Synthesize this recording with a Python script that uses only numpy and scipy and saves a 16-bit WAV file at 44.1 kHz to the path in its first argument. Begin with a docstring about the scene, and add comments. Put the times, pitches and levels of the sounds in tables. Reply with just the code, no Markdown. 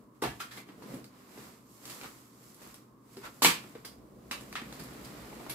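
"""Wheels stir with a soft rumble on wooden boards, over room air and an appliance's low hum.
A folded stroller is being opened by hand in a small living room: plastic joints knock and scrape,
tyres and padding bump, loose fittings tick and the canopy rustles. Near 3.4 s the handle latches with
a loud double clack that rings the metal tubes, and the stroller rolls off. Each hit is a pulse through
the resonances of part and frame, then the room; each rub is shaped noise that swells with the effort."""
import sys
import numpy as np
from scipy import signal
from scipy.fft import rfft, irfft
from scipy.io import wavfile
from scipy.ndimage import uniform_filter1d

SR = 44100
rng = np.random.default_rng(int(sys.argv[2]) if len(sys.argv) > 2 else 0)


def dump_mix(stems):
    """Bounce the given channels to the path in sys.argv[1] as a 16-bit WAV at rate SR."""
    frames = np.atleast_2d(stems).T  # one column per channel
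    limited = np.clip(frames, -1, 1)  # hard clip at full scale
    pcm = np.round(limited * 32767).astype(np.int16)
    wavfile.write(sys.argv[1], SR, pcm)


N = 244314

# pushes and pulls of the hands: full effort t/s, rise/s, hold/s, release/s,
# then relative rumble level/dB, scrape level/dB, rustle level/dB
HAND_MOVES = [ (0, .05, .01, 0.094, -58.5, -77, -78), (0.157, .03, .02, .05, -65, -76, -80),
              (0.326, 0.14, 0.035, 0.27, -58.5, -66, -65), (0.572, 0.099, 0.017, 0.053, -54.5, -55, -56),
              (0.68, .03, .02, 0.11, -58, -63, -70), (0.933, 0.21, 0.017, 0.13, -44.5, -55.5, -60),
              (1.166, 0.12, .05, .08, -63, -65, -70.5), (1.4, 0.22, 0.046, 0.2, -54.5, -57, -58.5),
              (1.725, 0.11, 0.036, 0.091, -66.5, -76, -64), (1.888, 0.13, .06, 0.38, -55, -55.5, -53.5),
              (2.042, 0.047, .01, 0.047, -54, -50.5, -73), (2.465, 0.21, 0.045, 0.12, -64, -66, -62),
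              (2.632, 0.078, 0.032, 0.19, -57, -58, -58.5), (3.14, 0.12, 0.35, 0.16, -60.5, -66, -63.5),
              (3.255, 0.041, .005, 0.048, -53.5, -46.5, -55.5), (3.57, 0.17, 0.015, 0.43, -54, -59, -61.5),
              (4.4, 0.21, 0.036, 0.45, -53, -62.5, -63), (4.775, 0.48, 0.93, .2, -54, -55, -60.5)]
# tone curves of the noise layers: f/Hz, relative level/dB
WHEEL_EQ = [(40, -42), (85, -36), (122, 2.5), (160, -5.5), (210, 0.5), (270, -2), (400, -4.5), (650, -11),
            (1100, -27.5), (2500, -39)]
BOARD_EQ = [(18, -27.5), (32, -12.5), (48, -1.5), (65, 4.5), (85, -16.5), (130, -22), (300, -38)]
AIR_EQ = [(20, -25), (60, -10), (90, -14.5), (250, 3.5), (450, -12), (750, -22.5), (1060, -5), (1500, -21),
          (3000, -44.5), (15000, -34)]
SCRAPE_EQ = [(200, -4.5), (600, -2.5), (1150, 3), (1600, -2.5), (2100, -2.5), (3200, -8.5), (5000, -10.5),
             (12000, -61.5)]
CANOPY_EQ = [(800, -16), (2200, -5), (3600, -2), (4900, 1.5), (6300, 1.5), (7700, 5), (9000, -0.5),
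             (12500, 4), (15500, -5)]
# appliance hum: f/Hz, level/dB
HUM_PARTIALS = [(120, -69.5), (204, -72), (296, -76.5)]
# joint hits: t/s, force/dB, bass weight/dB, treble hardness/dB, chatter/s, struck part's f/Hz, ring/dB
JOINT_HITS = [ (0.2184, -14.5, 8, 5, 0.0078, 893, 17), (0.235, -9.5, 1, -8, 0.0042, 704, 17),
              (0.264, -25, 7, 4.5, 0.014, 1720, 15), (0.395, -15, -15, -4.5, 0.015, 2500, 1),
              (0.403, -16, -11, -1, 0.0031, 1385, 14), (0.509, -20, -23, -4, 0.0084, 1760, 9),
              (0.573, -21.5, 3, -6, 0.0036, 2080, 9), (0.822, -30, 23.5, -3, .004, 1000, 9.5),
              (1.854, -29, 0, 10, 0.0014, 4830, -3), (1.897, -21, -8, 4.5, 0.003, 1210, -22),
              (2.041, -20.5, 3, -14, 0.0034, 1310, 5), (3.233, -24, -7, -13.5, 0.012, 1370, 17),
              (3.4202, -1.5, 0.5, 1, 0.0023, 1060, 0.5), (3.4227, -2.5, 6.5, 9, 0.0076, 11600, 1),
              (3.4466, 4.5, -3.5, 0.5, 0.0012, 930, 4.5), (3.451, 4, -20, -5.5, .004, 2520, 8),
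              (3.457, 0.5, 1.5, 4.5, .005, 327.6, 8), (3.849, -23.5, 12, 8.5, 0.0026, 4860, 4.5),
              (4.3114, -7.5, -5.5, -4.5, 0.0022, 2760, -2.5), (4.554, -5.5, -39, -16, 0.0023, 1230, -1),
              (4.558, -16, -7, -13, .004, 1890, 11), (4.793, -32, -4, 13.5, 0.0045, 4600, 8),
              (5.044, -29.5, -17, 9, 0.0035, 5100, -8), (5.495, -15.5, 2, 5, 0.0043, 11500, 9)]
# tone curve of a plain plastic knock: f/Hz, level/dB
PLASTIC_EQ = [(25, -26), (50, -6), (85, -4), (150, 4), (280, 7.5), (450, 5.5), (650, 4), (850, 10.5),
              (2400, 8), (4000, 8), (6000, 3.5), (13000, 1), (16000, -5)]
# modes of the frame standing on the boards: f/Hz, level/dB over the plain knock at full force, t60/s
FRAME_MODES = [(127, 3, 0.31), (190.8, -3, 0.6), (266, 0.5, 0.14), (364, 2, 0.076), (463, 10.5, 0.15),
               (812, -8.5, 0.75), (876, -10.5, 0.28), (993, 1.5, 0.42), (1160, 5.5, 0.086), (1735, 1.5, .2),
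               (1760, -2, 0.32), (2115, 0.5, 0.067), (2300, 6, 0.17), (2370, -8.5, 0.23), (2720, 0.5, 0.15),
               (2740, -10.5, 0.6), (3200, -6.5, 0.4), (4560, 0, .2), (4740, -1.5, .15), (5800, -6, .2),
               (7870, 4, 0.063)]
# dull bumps of wheels or padding: t/s, force/dB, f/Hz
SOFT_HITS = [(0.222, -14, 417), (0.236, -17, 380), (0.243, -16.5, 124), (0.25, -17, 62.4),
             (0.688, -29.5, 259), (0.938, -31, 260), (1.374, -29, 404), (2.616, -36, 460),
             (3.168, -28.5, 388), (3.25, -33, 60), (3.458, -18, 175), (3.64, -31, 170),
             (3.7518, -26.5, 440), (4.615, -27, 220), (4.796, -25, 164), (5.327, -34, 870),
             (5.397, -31, 700), (5.463, -26.5, 656)]
# ticks of buckles and loose fittings: t/s, force/dB, f/Hz
FITTING_HITS = [(0.944, -44, 11000), (1.043, -36, 4460), (2.013, -29, 2430), (2.034, -27, 2200),
                (2.545, -47, 11300), (2.743, -36, 5500), (3.17, -36.5, 5000), (3.847, -32, 1160),
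                (4.41, -38.5, 7540), (4.527, -26, 2530), (4.726, -30.5, 4040), (4.837, -42.5, 12000),
                (5.192, -37, 900)]
# living room decay: f/Hz, t60/s
ROOM_DECAY = [(100, 0.43), (300, 0.22), (800, 0.26), (2500, 0.29), (6000, 0.25), (14000, 0.23)]
# stereo width: f/Hz, left-right correlation
STEREO_LIKENESS = [(100, 0.96), (280, 0.87), (550, 0.56), (1000, 0), (2000, 0.074), (15000, 0)]
# stereo balance: f/Hz, left minus right level/dB
STEREO_LEAN = [(300, -0.05), (1000, -1.5), (2200, 0.5), (4500, -5), (8000, -4), (13000, 0.5)]


def amp(db):
    return 10 ** (np.asarray(db) / 20)


def unit_rms(x):
    return x / np.sqrt(np.mean(x ** 2) + 1e-20)


def curve_at(points, hz):
    """A curve's value at hz, on a log-frequency axis."""
    f, value = np.transpose(points)
    return np.interp(np.log(hz + 1), np.log(f + 1), value)


def add(mix, s, sound):
    part = mix[:, max(round(s * SR), 0):][:, :sound.shape[1]]
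    part += sound[:, :part.shape[1]]


def wander(size, width):
    """A random curve of rms 1, smoothed twice over width points."""
    return unit_rms(uniform_filter1d(uniform_filter1d(rng.standard_normal(size), width), width))


def stereo(x):
    """Two unrelated signals become one image: centred in the bass, wide and mostly right in the treble."""
    hz, (a, b) = np.fft.rfftfreq(x.shape[1], 1 / SR), rfft(x)
    alike = np.clip(curve_at(STEREO_LIKENESS, hz), -1, 1)
    lean = amp(curve_at(STEREO_LEAN, hz) / 2)
    mid, side = a * np.sqrt((1 + alike) / 2), b * np.sqrt((1 - alike) / 2)
    return irfft(np.array([(mid + side) * lean, (mid - side) / lean]), x.shape[1])


def hand_effort(resting_db=(-65, -82.5, -86), fade_db=-16.5, fade_curve=1.25):
    """Rumble, scrape and rustle envelopes: each move swells, holds and dies away, and their powers add."""
    t = np.arange(N) / SR
    power = amp(resting_db)[:, None] ** 2  # the frame merely held
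    for s, rise_s, hold_s, release_s, *levels_db in HAND_MOVES:
        away = np.maximum((s - t) / rise_s, 0) + np.maximum((t - s - hold_s) / release_s, 0)
        swell = amp(fade_db * np.minimum(away, 5) ** fade_curve)
        power = power + (amp(levels_db)[:, None] * swell) ** 2
    return np.sqrt(power)


def friction(eq, slips_per_s, spread_db, grain_db=-3):
    """Countless tiny slips of uneven size, over the wash the room smears them into; rms 1."""
    slips = (rng.random(N) < slips_per_s / SR) * amp(spread_db * np.minimum(rng.exponential(1, N), 5))
    grain = unit_rms(slips * rng.choice([-1., 1.], (2, N)))
    wash = rng.standard_normal((2, N))
    return equalise(stereo(amp(grain_db) * grain + wash), eq)


def equalise(x, eq):
    """Shapes x with a tone curve, to rms 1."""
    gain = amp(curve_at(eq, np.fft.rfftfreq(N, 1 / SR)))
    return unit_rms(irfft(rfft(x) * gain, N))


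def wheel_rumble(shift, roll):
    """Wheels grumble on the boards as the frame shifts or rolls."""
    return np.hypot(shift, roll) * friction(WHEEL_EQ, slips_per_s=600, spread_db=1.5)


def board_boom(shift, roll, shift_db=-11):
    """Rolling makes the floorboards boom more than a mere shift of the frame does."""
    effort = np.hypot(amp(shift_db) * shift, roll)
    return effort * amp(-8.5) * friction(BOARD_EQ, slips_per_s=160, spread_db=8)


def room_tone(air_db=-61):
    """The bed: steady room air and an appliance's hum, its partials wavering in phase."""
    t = np.arange(N) / SR
    hum = sum(amp(db) * np.sqrt(2) * np.sin(2 * np.pi * hz * t + wander(N, 4000))
              for hz, db in HUM_PARTIALS)
    air = equalise(stereo(rng.standard_normal((2, N))), AIR_EQ)
    return hum + amp(air_db) * air


def joint_scrape(effort):
    """Plastic joints rub in fine, even slips: a midrange rasp."""
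    return effort * amp(2) * friction(SCRAPE_EQ, slips_per_s=1100, spread_db=1)


def canopy_rustle(effort):
    """Fabric slides in dense, uneven slips: a bright, crisp hiss."""
    return effort * amp(3) * friction(CANOPY_EQ, slips_per_s=6600, spread_db=5)


def resonance(hz, centre_hz, q):
    """The complex response of one mode, gain 1 at its centre."""
    return 1 / (1 + 1j * q * (hz / centre_hz - centre_hz / hz))


def tightest_pulse(db):
    """The minimum-phase response with these levels: the sharpest attack they allow."""
    log_gain = np.log(amp(np.r_[db, db[-2:0:-1]]))
    return np.exp(np.conj(signal.hilbert(log_gain)))[:len(db)]


def chatter_in_room(chatter_s, direct_db, build_s=0.00027, firm_s=0.00028, shade_hz=5000, size=24576):
    """A blow and its brief chatter arrive direct, then as reflections dying band by band."""
    t, length_s = np.arange(size) / SR, max(chatter_s, 10 / SR)
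    first_share = np.exp(-length_s / firm_s)  # energy in the first contact
    contacts = np.sqrt(1 - first_share) * unit_rms(rng.choice([-1., 1.], size) * np.exp(-t / length_s))
    contacts[0] = np.sqrt(first_share * size)
    shaded = signal.lfilter(*signal.butter(1, shade_hz, fs=SR), contacts)  # seat fabric dulls the top
    direct = np.array([np.roll(shaded, 4), shaded])  # reaches the right side first
    echoes = rng.choice([-1., 1.], (2, size)) * (rng.random((2, size)) < 7000 / SR)
    echoes *= amp(0.5 * rng.standard_normal((2, size)))
    hz, age, bands = signal.stft(echoes, SR, nperseg=256)
    decay = amp(-60 * age / curve_at(ROOM_DECAY, hz)[:, None])
    tail = signal.istft(bands * decay, SR)[1][:, :size]
    bloom = 1 - np.exp(-t / (build_s + length_s / 2))  # longer chatter fills the room more slowly
    return (stereo(unit_rms(tail * bloom)) + amp(direct_db) * direct) / np.sqrt(size)


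def hit(force_db, weight_db, hard_db, chatter_s, part_hz, ring_db, direct_db,
        bass_hz=450, treble_hz=4500, lag_s=0.00098, size=16384):
    """A blow rings the struck part; only the hardest blows set the whole frame ringing freely."""
    hz = np.maximum(np.fft.rfftfreq(size, 1 / SR), 1)
    low_shelf = weight_db / (1 + (hz / bass_hz) ** 2)
    high_shelf = hard_db / (1 + (treble_hz / hz) ** 3)
    overtones = 2.5 * wander(len(hz), 36) / (1 + (1200 / hz) ** 2)  # each moulding's own upper modes
    pulse = tightest_pulse(curve_at(PLASTIC_EQ, hz) + low_shelf + high_shelf + overtones)
    part_q = 8.6 * (part_hz / bass_hz) ** 0.25  # small stiff parts ring for more cycles
    part = amp(ring_db) * resonance(hz, part_hz, part_q)
    frame = sum(amp(db) * resonance(hz, f, np.pi * f * t60 / np.log(1000)) for f, db, t60 in FRAME_MODES)
    frame_drive = amp(0.31 * min(force_db, 0))
    bending = np.exp(-4j * np.pi * lag_s * np.sqrt(bass_hz * hz))  # low bending waves arrive later
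    body = irfft(pulse * bending * (1 + part + frame_drive * frame))[:size * 3 // 4]
    return amp(force_db) * signal.fftconvolve(body[None], chatter_in_room(chatter_s, direct_db), axes=1)


def joint_knocks(snap_db=4, snap_chatter_s=0.00079, blur_db_per_octave=4.5):
    """Joints knock and the latch clacks: a clean contact sits up front, longer chatter sinks back."""
    out = np.zeros((2, N))
    for s, force_db, weight_db, hard_db, chatter_s, part_hz, ring_db in JOINT_HITS:
        direct_db = snap_db - blur_db_per_octave * np.log2(chatter_s / snap_chatter_s)
        add(out, s, hit(force_db, weight_db, hard_db, chatter_s, part_hz, ring_db, direct_db))
    return out


def soft_bumps():
    """Tyres and padded parts land softly: heavy, dull thuds with a low ring."""
    out = np.zeros((2, N))
    for s, force_db, hz in SOFT_HITS:
        add(out, s, hit(force_db, weight_db=12.5, hard_db=-17, chatter_s=0.005,
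                        part_hz=hz, ring_db=17.5, direct_db=0))
    return out


def fitting_ticks(plain_hz=1987, hard_db_per_octave=7):
    """Loose fittings touch once, lightly: the smaller the fitting, the higher and harder its tick."""
    out = np.zeros((2, N))
    for s, force_db, hz in FITTING_HITS:
        hard_db = hard_db_per_octave * np.log2(hz / plain_hz)
        add(out, s, hit(force_db, weight_db=5, hard_db=hard_db, chatter_s=0.00057,
                        part_hz=hz, ring_db=2.5, direct_db=3))
    return out


def roll_effort(start_s=3.73, rise_s=0.2, start_db=-57.5, db_per_s=4):
    """Envelope of the roll: once locked, the stroller eases off and gathers speed."""
    age = np.arange(N) / SR - start_s
    return np.clip(age / rise_s, 0, 1) * amp(start_db + db_per_s * age)


def scene():
    """Hands and roll drive the friction layers; the hits land on top and room tone lies beneath."""
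    shift, scrape, rustle = hand_effort()
    roll = roll_effort()
    rubs = wheel_rumble(shift, roll) + joint_scrape(scrape) + canopy_rustle(rustle)
    boom = board_boom(shift, roll)
    return rubs + boom + joint_knocks() + soft_bumps() + fitting_ticks() + room_tone()


def record(dry, low_hz=38, top_hz=15650):
    """A gentle low cut and a steep high cut on the whole mix."""
    thinned = signal.sosfilt(signal.butter(2, low_hz, "high", fs=SR, output="sos"), dry)
    high_cut = signal.firwin(401, top_hz, window=("kaiser", 9), fs=SR)
    return signal.oaconvolve(thinned, high_cut[None], "same")


dry = scene()
out = record(dry)
dump_mix(out)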